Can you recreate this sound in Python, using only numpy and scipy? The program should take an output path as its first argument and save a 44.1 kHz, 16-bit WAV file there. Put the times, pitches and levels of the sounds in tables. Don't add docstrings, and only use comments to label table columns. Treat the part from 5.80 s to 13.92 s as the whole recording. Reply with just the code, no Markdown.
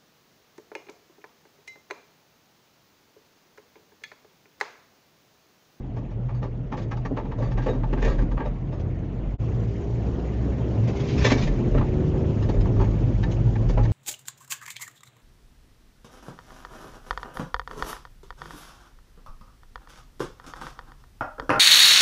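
import sys
import numpy as np
from scipy import signal
from scipy.fft import rfft, irfft
from scipy.io import wavfile
from scipy.ndimage import uniform_filter1d

SR = 44100
rng = np.random.default_rng(int(sys.argv[2]) if len(sys.argv) > 2 else 0)


def file_out(sig):
    cols = np.atleast_2d(sig).T
    lim = np.clip(cols, -1, 1)
    pcm = np.round(lim * 32767).astype(np.int16)
    wavfile.write(sys.argv[1], SR, pcm)


N = 358086
WET_START_S = 3.579


def gain_of(db):
    return 10 ** (np.asarray(db) / 20)


def evened(x):
    return x / np.sqrt(np.mean(abs(x) ** 2) + 1e-20)


def read(points, hz):
    f, value = np.transpose(points)
    return np.interp(np.log(hz + 1), np.log(f + 1), value)


def columns(rows):
    s, *values = np.transpose(rows)
    return [np.interp(np.arange(N) / SR, s, v, left=v[0], right=v[-1]) for v in values]


def peak(s, db, rise, fall):
    t = np.arange(N) / SR - s
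    return db + np.minimum(rise * t, -fall * t)


def add(mix, s, sound):
    part = mix[round(s * SR):][:len(sound)]
    part += sound[:len(part)]


def modes(table, hz, extra_db=0, damping=1):
    f, width, db = (np.array(c)[:, None] for c in zip(*table))
    width = width * damping
    gains = gain_of(db + np.reshape(extra_db, (-1, 1)))
    return (gains * width / (width + 2j * (hz - f))).sum(0)


def drift(hz):
    t = np.arange(N // 256 + 2) * 256 / SR
    sines = (np.sin(2 * np.pi * (f * t + rng.random())) / np.sqrt(f)
             for f in np.geomspace(hz / 20, hz, 20))
    return np.interp(np.arange(N) / SR, t, evened(sum(sines)))


def noise(spectrum, patchy_db, flicker_db, size):
    frames, hz = 4 * N // size + 5, np.fft.rfftfreq(size, 1 / SR)
    a, b, patches = rng.standard_normal((frames, len(hz), 3)).T
    patches = uniform_filter1d(patches, 8, 0)
    patches = evened(uniform_filter1d(patches, 8, 1))
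    flicker = evened(uniform_filter1d(rng.standard_normal(frames), 3))
    level_db = read(spectrum, hz)[:, None] + patchy_db * patches + flicker_db * flicker
    z = (a + 1j * b) * gain_of(level_db)
    return evened(signal.istft(z, nperseg=size, noverlap=size * 3 // 4)[1][:N])


def ringing(hz, width, steadiness):
    r = np.exp(-np.pi * width * 1.5 / SR)
    drive = [1, 1j] @ rng.standard_normal((2, N + SR // 4))
    z = evened(signal.lfilter([1], [1, -2 * r, r * r], drive)[-N:])
    z = z / (abs(z) + .4) ** np.clip(steadiness, 0, 1)
    carrier = np.exp(2j * np.pi * np.cumsum(hz * np.ones(N)) / SR)
    return evened((z * carrier).real)


# time in seconds, tyre rumble level in dB.
ROUGHNESS = [(0.0, -36), (0.79, -36.5), (2.26, -30.5), (2.92, -33.5), (3.56, -31.5), (5.13, -27),
             (5.52, -24.5), (5.7, -26.5), (6.83, -27), (7.76, -28.5), (8.12, -28)]
ROAD_REFERENCE_DB = -32


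def follow_road(db, slope):
    rumble_db, = columns(ROUGHNESS)
    return db + slope * (rumble_db - ROAD_REFERENCE_DB)


# frequency in Hz, relative level in dB per Hz.
HISS_SPECTRUM = [(1760, -27.5), (3000, -6), (3500, -8), (3800, -9.5), (4600, -10.5), (6740, -10),
                 (7400, -17), (7930, -44.5), (10300, -63), (17400, -120)]


def hiss():
    dry_ground = np.arange(N) / SR < WET_START_S
    level_db = np.where(dry_ground, follow_road(-71, 0.94), follow_road(-63.5, 0.51))
    return gain_of(level_db) * noise(HISS_SPECTRUM, patchy_db=1.8, flicker_db=1.5, size=512)


# frequency in Hz, relative level in dB per Hz.
ROAR_SPECTRUM = [(350, -31), (600, -1.5), (833, -10.5), (1420, -25.5), (1540, -19.5), (1720, -14.5),
                 (2880, -21.5), (4540, -35.5), (5000, -42.5), (6500, -75), (11000, -120)]


def roar():
    return gain_of(follow_road(-51.5, 1)) * noise(ROAR_SPECTRUM, patchy_db=3.0, flicker_db=0.5, size=512)


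# frequency in Hz, relative level in dB per Hz.
RUMBLE_SPECTRUM = [(12, -47), (20, -24), (43, -9.5), (60, 5.5), (82, -22.5), (113, -8.5), (141, -1),
                   (178, -7.5), (206, -5.5), (409, -14.5), (498, -16.5), (677, -24), (1500, -38.5),
                   (1950, -65), (3300, -120)]


def rumble():
    rumble_db, = columns(ROUGHNESS)
    return gain_of(rumble_db) * noise(RUMBLE_SPECTRUM, patchy_db=1.5, flicker_db=1.63, size=2048)


# peak time in seconds, peak level in dB.
BODY_HEAVES = [(.54, -37.5), (1.75, -25.5), (2.3, -17), (2.601, -28), (3.479, -32), (5.65, -21),
               (5.971, -21), (6.598, -35.5), (6.8, -19.5), (7.01, -23), (7.95, -17.5)]
HEAVE_RISE_DB_PER_S, HEAVE_FALL_DB_PER_S = 120.5, 87


def shake():
    heave = gain_of(follow_road(-46, 0.17))
    for s, db in BODY_HEAVES:
        heave = heave + gain_of(peak(s, db, HEAVE_RISE_DB_PER_S, HEAVE_FALL_DB_PER_S))
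    return heave * ringing(hz=41.84, width=10, steadiness=0.41)


# time in seconds, frequency in Hz.
BOOM_PITCH = [(0, 123), (1.1, 117.8), (2.3, 121.6), (2.9, 128), (3.56, 110.3), (4.3, 111.2), (5.1, 113.6),
              (5.5, 118), (6, 127.1), (7.0, 132.3), (7.3, 122), (8.12, 108.2)]
# time in seconds, level in dB before a random drift.
BOOM_SWELLS = [(0.0, -47), (0.2, -25.5), (0.27, -41), (0.36, -27.5), (0.99, -37), (1.02, -29), (1.54, -38),
               (1.58, -26), (2.96, -36), (3.69, -26.5), (4.05, -36), (4.18, -27.5), (4.35, -31.5),
               (4.7, -26.5), (4.82, -32.5), (5.0, -25), (5.4, -34), (5.52, -22), (5.74, -34), (5.99, -21),
               (6.1, -36.5), (7.0, -27.5), (7.4, -28.5), (8.12, -27.5)]


def boom():
    boom_hz, = columns(BOOM_PITCH)
    boom_db, = columns(BOOM_SWELLS)
    return gain_of(boom_db + 2.5 * drift(15)) * ringing(boom_hz, width=11.3, steadiness=0.53)


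def road():
    return shake() + boom() + rumble() + roar() + hiss()


# frequency in Hz, relative level in dB per Hz.
TICK_SPECTRUM = [(590, -29), (1000, 0.5), (1410, -7), (1820, -4.5), (1980, -2.5), (2160, 1), (2850, -4.5),
                 (4720, -8.5), (5140, -9), (6500, -11.5), (7530, -22.5), (7930, -53.5), (10300, -76.5),
                 (17400, -120)]
# peak time in seconds, level in dB,
# rise and fall in seconds over the range below.
SLIDES = [(2.277, -50, 0.18, 0.13), (5.505, -35, 0.42, 0.22)]
CHATTER_RANGE_DB = 20.5


def chatter():
    level = sum(gain_of(peak(s, db, CHATTER_RANGE_DB / rise, CHATTER_RANGE_DB / fall))
                for s, db, rise, fall in SLIDES)
    return level * noise(TICK_SPECTRUM, patchy_db=2.0, flicker_db=2.0, size=512)


SMALL_BUMP_COUNT, SMALL_T60_S = 36, 0.1
SMALL_BUMP_DB = (-17.5, -22.5, -2.5)
SMALL_SPREAD_DB = 11
SMALL_RATTLE_HZ, SMALL_THUD_HZ, SMALL_SPREAD_OCT = 1250, 400, 0.57


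def small_bumps():
    when, rattle, thud, *size = rng.random((SMALL_BUMP_COUNT, 6)).T
    s = .05 + when * (N / SR - .1)
    road_db = np.interp(s, *np.transpose(ROUGHNESS))
    db = road_db + np.c_[list(SMALL_BUMP_DB)] - SMALL_SPREAD_DB * np.array(size)
    octaves = SMALL_SPREAD_OCT * (2 * np.array([rattle, thud]) - 1)
    pitches = np.c_[[SMALL_RATTLE_HZ, SMALL_THUD_HZ]] * 2 ** octaves
    return list(zip(s, *db, np.full(len(s), SMALL_T60_S), *pitches))


# time in seconds, peak levels of rattle, treble tick and thud in dB,
# shaking t60 in seconds before clipping, rattle pitch in Hz, thud pitch in Hz.
ROAD_BUMPS = [(0.165, -35, -53.5, -28, 0.17, 1260, 327), (0.312, -43, -53, -43, 0.072, 1120, 370),
              (0.488, -31.5, -51.5, -49, 0.14, 1050, 298), (0.543, -40, -53, -56, 0.21, 1160, 490),
              (0.624, -28.5, -45.5, -26.5, 0.15, 1130, 452), (0.92, -24.5, -43.5, -24, 0.14, 1100, 365),
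              (0.972, -31, -42, -30.5, 0.15, 1460, 507), (1.018, -43, -43.5, -51, 0.11, 2080, 383),
              (1.114, -24.5, -42, -34, 0.089, 1300, 444), (1.17, -33.5, -48, -37, 0.065, 1120, 293),
              (1.253, -27, -41, -28, 0.072, 1170, 535), (1.31, -65, -66, -19, 0.083, 1210, 366),
              (1.368, -26, -44.5, -24, 0.15, 1150, 477), (1.453, -33.5, -55, -40, 0.05, 1150, 400),
              (1.515, -30.5, -52, -34, 0.11, 1330, 440), (1.582, -36.5, -45, -24, 0.25, 1050, 560),
              (1.618, -30, -43, -28, 0.35, 1250, 500), (1.714, -29.5, -44, -51, 0.095, 1290, 523),
              (1.774, -26, -41.5, -27, 0.14, 1380, 440), (1.819, -32, -44, -46, 0.39, 1400, 330),
              (1.862, -25.0, -42, -17.5, 0.14, 1270, 476), (1.884, -29.5, -39, -15, 0.12, 1520, 460),
              (1.928, -32, -48, -24, 0.16, 1170, 340), (2.036, -25.5, -54, -50, 0.058, 1040, 340),
              (2.13, -24, -44, -21.5, 0.058, 1160, 420), (2.171, -29, -56.5, -22.5, 0.45, 1380, 380),
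              (2.222, -23, -35, -21, 0.12, 2300, 450), (2.248, -23, -30.5, -18.5, 0.11, 2000, 480),
              (2.274, -25, -36.5, -19.5, 0.27, 1310, 490), (2.299, -28, -45.5, -27.5, 0.19, 1530, 340),
              (2.385, -29, -46, -28.5, 0.14, 1480, 500), (2.418, -36, -44, -28, 0.071, 1140, 350),
              (2.513, -30.5, -47.0, -35, 0.097, 1330, 530), (2.573, -25, -60, -29.5, 0.15, 1090, 540),
              (2.6, -25.5, -63, -23.5, 0.16, 1200, 410), (2.654, -27.5, -44, -24, 0.13, 1080, 500),
              (2.922, -36, -48, -29.5, 0.18, 1070, 580), (2.998, -45, -47, -43, 0.091, 1445, 367),
              (5.077, -58, -33.5, -21, 0.12, 2200, 310), (5.165, -53, -36.0, -46, 0.07, 2203, 290),
              (5.198, -52, -33, -54, 0.091, 2260, 320), (5.285, -49, -31.5, -30, 0.14, 2014, 438),
              (5.379, -33, -29, -34, 0.098, 2050, 420), (5.418, -30, -44, -41, 0.047, 2230, 340),
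              (5.446, -15, -16, -11, 0.15, 1700, 456), (5.503, -20, -19, -39, 0.092, 2090, 400),
              (5.517, -19, -15, -8.5, 0.07, 2140, 396), (5.557, -27, -48.0, -21, 0.091, 1974, 388),
              (5.58, -50, -25.5, -42, 0.12, 2000, 350), (5.62, -37, -26, -23, 0.15, 2060, 330.4),
              (5.672, -27.5, -34, -25, 0.067, 1949, 463), (5.869, -49, -50.5, -34, 0.075, 1150, 578.5),
              (5.945, -25.5, -42, -15.5, 0.15, 1129, 439.4), (5.979, -21.5, -43, -21, 0.073, 1310, 460),
              (6.009, -24, -56, -21, 0.12, 931, 310), (6.407, -39, -56, -26, 0.084, 1386, 362),
              (6.623, -30, -36, -36, 0.1, 1327, 480), (6.69, -27, -37, -18.5, 0.088, 1221, 330),
              (6.738, -52, -46.5, -20.5, 0.094, 2140, 466), (6.81, -39, -37.5, -46, 0.053, 2250, 363),
              (6.853, -28.5, -47, -37.5, 0.08, 1010, 372), (6.962, -37.5, -53, -27.5, 0.14, 1210, 460),
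              (6.996, -25.5, -48, -21, 0.11, 1063, 385), (7.012, -22.5, -42, -19, 0.082, 1120, 390),
              (7.039, -30.5, -43, -31, 0.084, 2320, 368), (7.105, -49, -48, -31.5, 0.074, 2117, 360),
              (7.431, -25, -35, -39, 0.06, 1920, 420), (7.514, -61, -34, -45, 0.086, 2109, 371.4),
              (7.759, -28.5, -49, -46, 0.033, 1503, 484.4), (7.892, -28.5, -35, -21.5, 0.088, 1210, 353),
              (7.974, -23.5, -45, -19.5, 0.12, 1070, 416.7), (8.034, -41, -37, -25, 0.06, 1560, 390),
              (8.053, -31, -41, -37, 0.043, 1640, 580)]
# frequency in Hz, width in Hz before damping, relative level in dB.
TRIM_MODES = [(836.5, 19, 11.5), (894, 51, 14), (988, 91, 2.5), (1140, 63, 4), (1281, 18, -4),
              (1400, 2300, -23), (1608, 79, -0.5), (1768, 32, 3.5), (1830, 34, -4), (1860, 7.3, -12.5),
              (2280, 16, -3), (2430, 46, -5), (2720, 36, -4.5)]
# frequency in Hz, width in Hz, relative level in dB.
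PANEL_MODES = [(265, 44, 2.5), (273, 44, 7), (310, 3.9, -7), (393.7, 23, 2), (450.4, 30, -0.5),
               (512.4, 33, 2.5), (554, 25, -6), (585, 18, 2.5)]
# frequency in Hz, width in Hz, relative level in dB.
SMALL_PART_MODES = [(3080, 17, -4), (3780, 32, 4), (4550, 18, 0), (6510, 31, 5.5)]
BUMP_RISE_S, BUMP_LEAD_S = 0.0075, .0055
BLOW_S, BLOW_SIZE = .012, 18.6
FREE_T60_S = 0.055
RATTLE_DB_PER_OCT, THUD_DB_PER_OCT = -14, -13
BURST, PAD = 8192, 256


def bump_colours(hz, t60, rattle_hz, thud_hz, favour, tint):
    trim_hz, panel_hz = np.transpose(TRIM_MODES)[0], np.transpose(PANEL_MODES)[0]
    trim_db = RATTLE_DB_PER_OCT * abs(np.log2(trim_hz / rattle_hz)) + 3.1 * favour
    panel_db = THUD_DB_PER_OCT * abs(np.log2(panel_hz / thud_hz))
    rattle = modes(TRIM_MODES, hz, trim_db, np.clip(FREE_T60_S / t60, 1, 2))
    rattle = rattle * np.minimum(hz / 750, 1) ** 3 / (1 + (hz / 3500) ** 4)
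    tick = gain_of(read(TICK_SPECTRUM, hz) + 4.3 * tint) * (1 + modes(SMALL_PART_MODES, hz))
    thud = modes(PANEL_MODES, hz, panel_db)
    thud = thud * np.minimum(hz / 220, 1) ** 3 / (1 + (hz / 800) ** 4)
    return np.array([rattle, tick, thud])


def bumps():
    out, t, hz = np.zeros(N), np.arange(BURST) / SR, np.fft.rfftfreq(BURST, 1 / SR)
    rows = list(ROAD_BUMPS) + small_bumps()
    favours = rng.standard_normal((len(rows), len(TRIM_MODES)))
    bursts = rng.standard_normal((len(rows), 3, BURST))
    lumps = evened(uniform_filter1d(rng.standard_normal((len(rows), 1, BURST)), size=130))
    bursts = bursts * gain_of(0.96 * lumps)
    bursts[:, ::2, round(BLOW_S * SR)] += BLOW_SIZE
    tints = evened(uniform_filter1d(rng.standard_normal((len(rows), len(hz))), size=24))
    for row, favour, tint, burst in zip(rows, favours, tints, bursts):
        s, rattle_db, tick_db, thud_db, t60, rattle_hz, thud_hz = row
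        t60 = np.clip(t60, .015, .3)
        shape = (1 - np.exp(-t / BUMP_RISE_S)) ** 2 * gain_of(-60 * t / t60)
        colours = bump_colours(hz, t60, rattle_hz, thud_hz, favour, tint)
        parts = irfft(rfft(np.roll(burst * shape, PAD, 1)) * colours)
        gains = gain_of([rattle_db, tick_db, thud_db]) / abs(parts).max(1)
        add(out, s - BUMP_LEAD_S - PAD / SR, gains @ parts)
    return out


HUM_START_S, HUM_START_HZ, HUM_CLIMB_HZ_PER_S = 5.7, 94.9, 8.3


def hum():
    t = np.arange(N) / SR - HUM_START_S
    level_db = peak(s=6.83, db=-23.5, rise=10, fall=3)
    fade_in = np.clip(t / 0.24, 0, 1)
    tone = ringing(HUM_START_HZ + HUM_CLIMB_HZ_PER_S * t, width=5.8, steadiness=0.81)
    return gain_of(level_db) * fade_in * tone


# time in seconds, firing rate in Hz, firing tone level in dB,
# gain of all overtones in dB.
ENGINE_COURSE = [(0, 42.2, -38, -57.5), (.4, 41.7, -38.5, -56), (1.45, 35.31, -36, -46.5),
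                 (2.05, 38.93, -23, -51), (2.55, 42.02, -25, -59.5), (3.05, 44.82, -37, -39.5),
                 (3.56, 48, -25, -52), (3.6, 54.76, -32.5, -46.5), (4.1, 57.66, -32, -45),
                 (4.5, 60.26, -29.5, -44), (4.9, 63.97, -32.5, -45.5), (5.3, 66.95, -32, -41),
                 (5.7, 70.1, -42, -42), (6.1, 72.92, -33, -36.5), (6.5, 76.9, -26.5, -33.5),
                 (6.62, 75.05, -43.5, -51.5), (6.85, 62.8, -34.5, -37.5), (7.2, 48.1, -25.5, -39.5),
                 (7.6, 49.2, -27.5, -38), (7.9, 50.03, -30, -42.5)]
# multiple of the firing rate, relative level in dB before the cabin's lift.
FIRING_OVERTONES = [(2, 7.5), (3, 2), (3.5, 0), (4, -4), (4.5, -3), (5, -1), (6, -1), (7, -2), (8, -13),
                    (11, -12)]
# frequency in Hz, width in Hz, level in dB, both before the power 1.2.
CABIN_MODES = [(94, 21, -4), (156, 81, -12), (178, 32, 0), (306.7, 9.7, -3), (363, 42.6, 1.5),
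               (399.2, 21, 3), (465.7, 6.6, 0.5)]


def engine():
    hz, tone_db, over_db = columns(ENGINE_COURSE)
    turns = 2 * np.pi * np.cumsum(hz * (1 + 0.002 * drift(6))) / SR
    over = np.zeros(N)
    for k, db in FIRING_OVERTONES:
        response = abs(modes(CABIN_MODES, k * hz[::256])) ** 1.2
        lift = np.interp(np.arange(N), np.arange(0, N, 256), response)
        wobble = 2 * np.pi * rng.random() + .15 * drift(12)
        over += lift * gain_of(db + 1.5 * drift(6)) * np.sin(k * turns + wobble)
    tone = gain_of(tone_db + 1.1 * drift(9)) * np.sin(turns)
    return np.sqrt(2) * (tone + gain_of(over_db) * over)


def scene():
    return (road() + chatter() + bumps() + hum() + engine())[None]


FADE_OUT_S, FADE_IN_S = 0.04, 0.025
EDGE_HZ = 8080


def record(dry):
    times = [WET_START_S - FADE_OUT_S, WET_START_S, WET_START_S + FADE_IN_S]
    fade = np.interp(np.arange(N) / SR, times, [1, 0, 1]) ** 1.7
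    low_pass = signal.firwin(1023, EDGE_HZ, window=("kaiser", 9), fs=SR)
    return signal.oaconvolve(dry * fade, low_pass[None], "same")


dry = scene()
out = record(dry)
file_out(out)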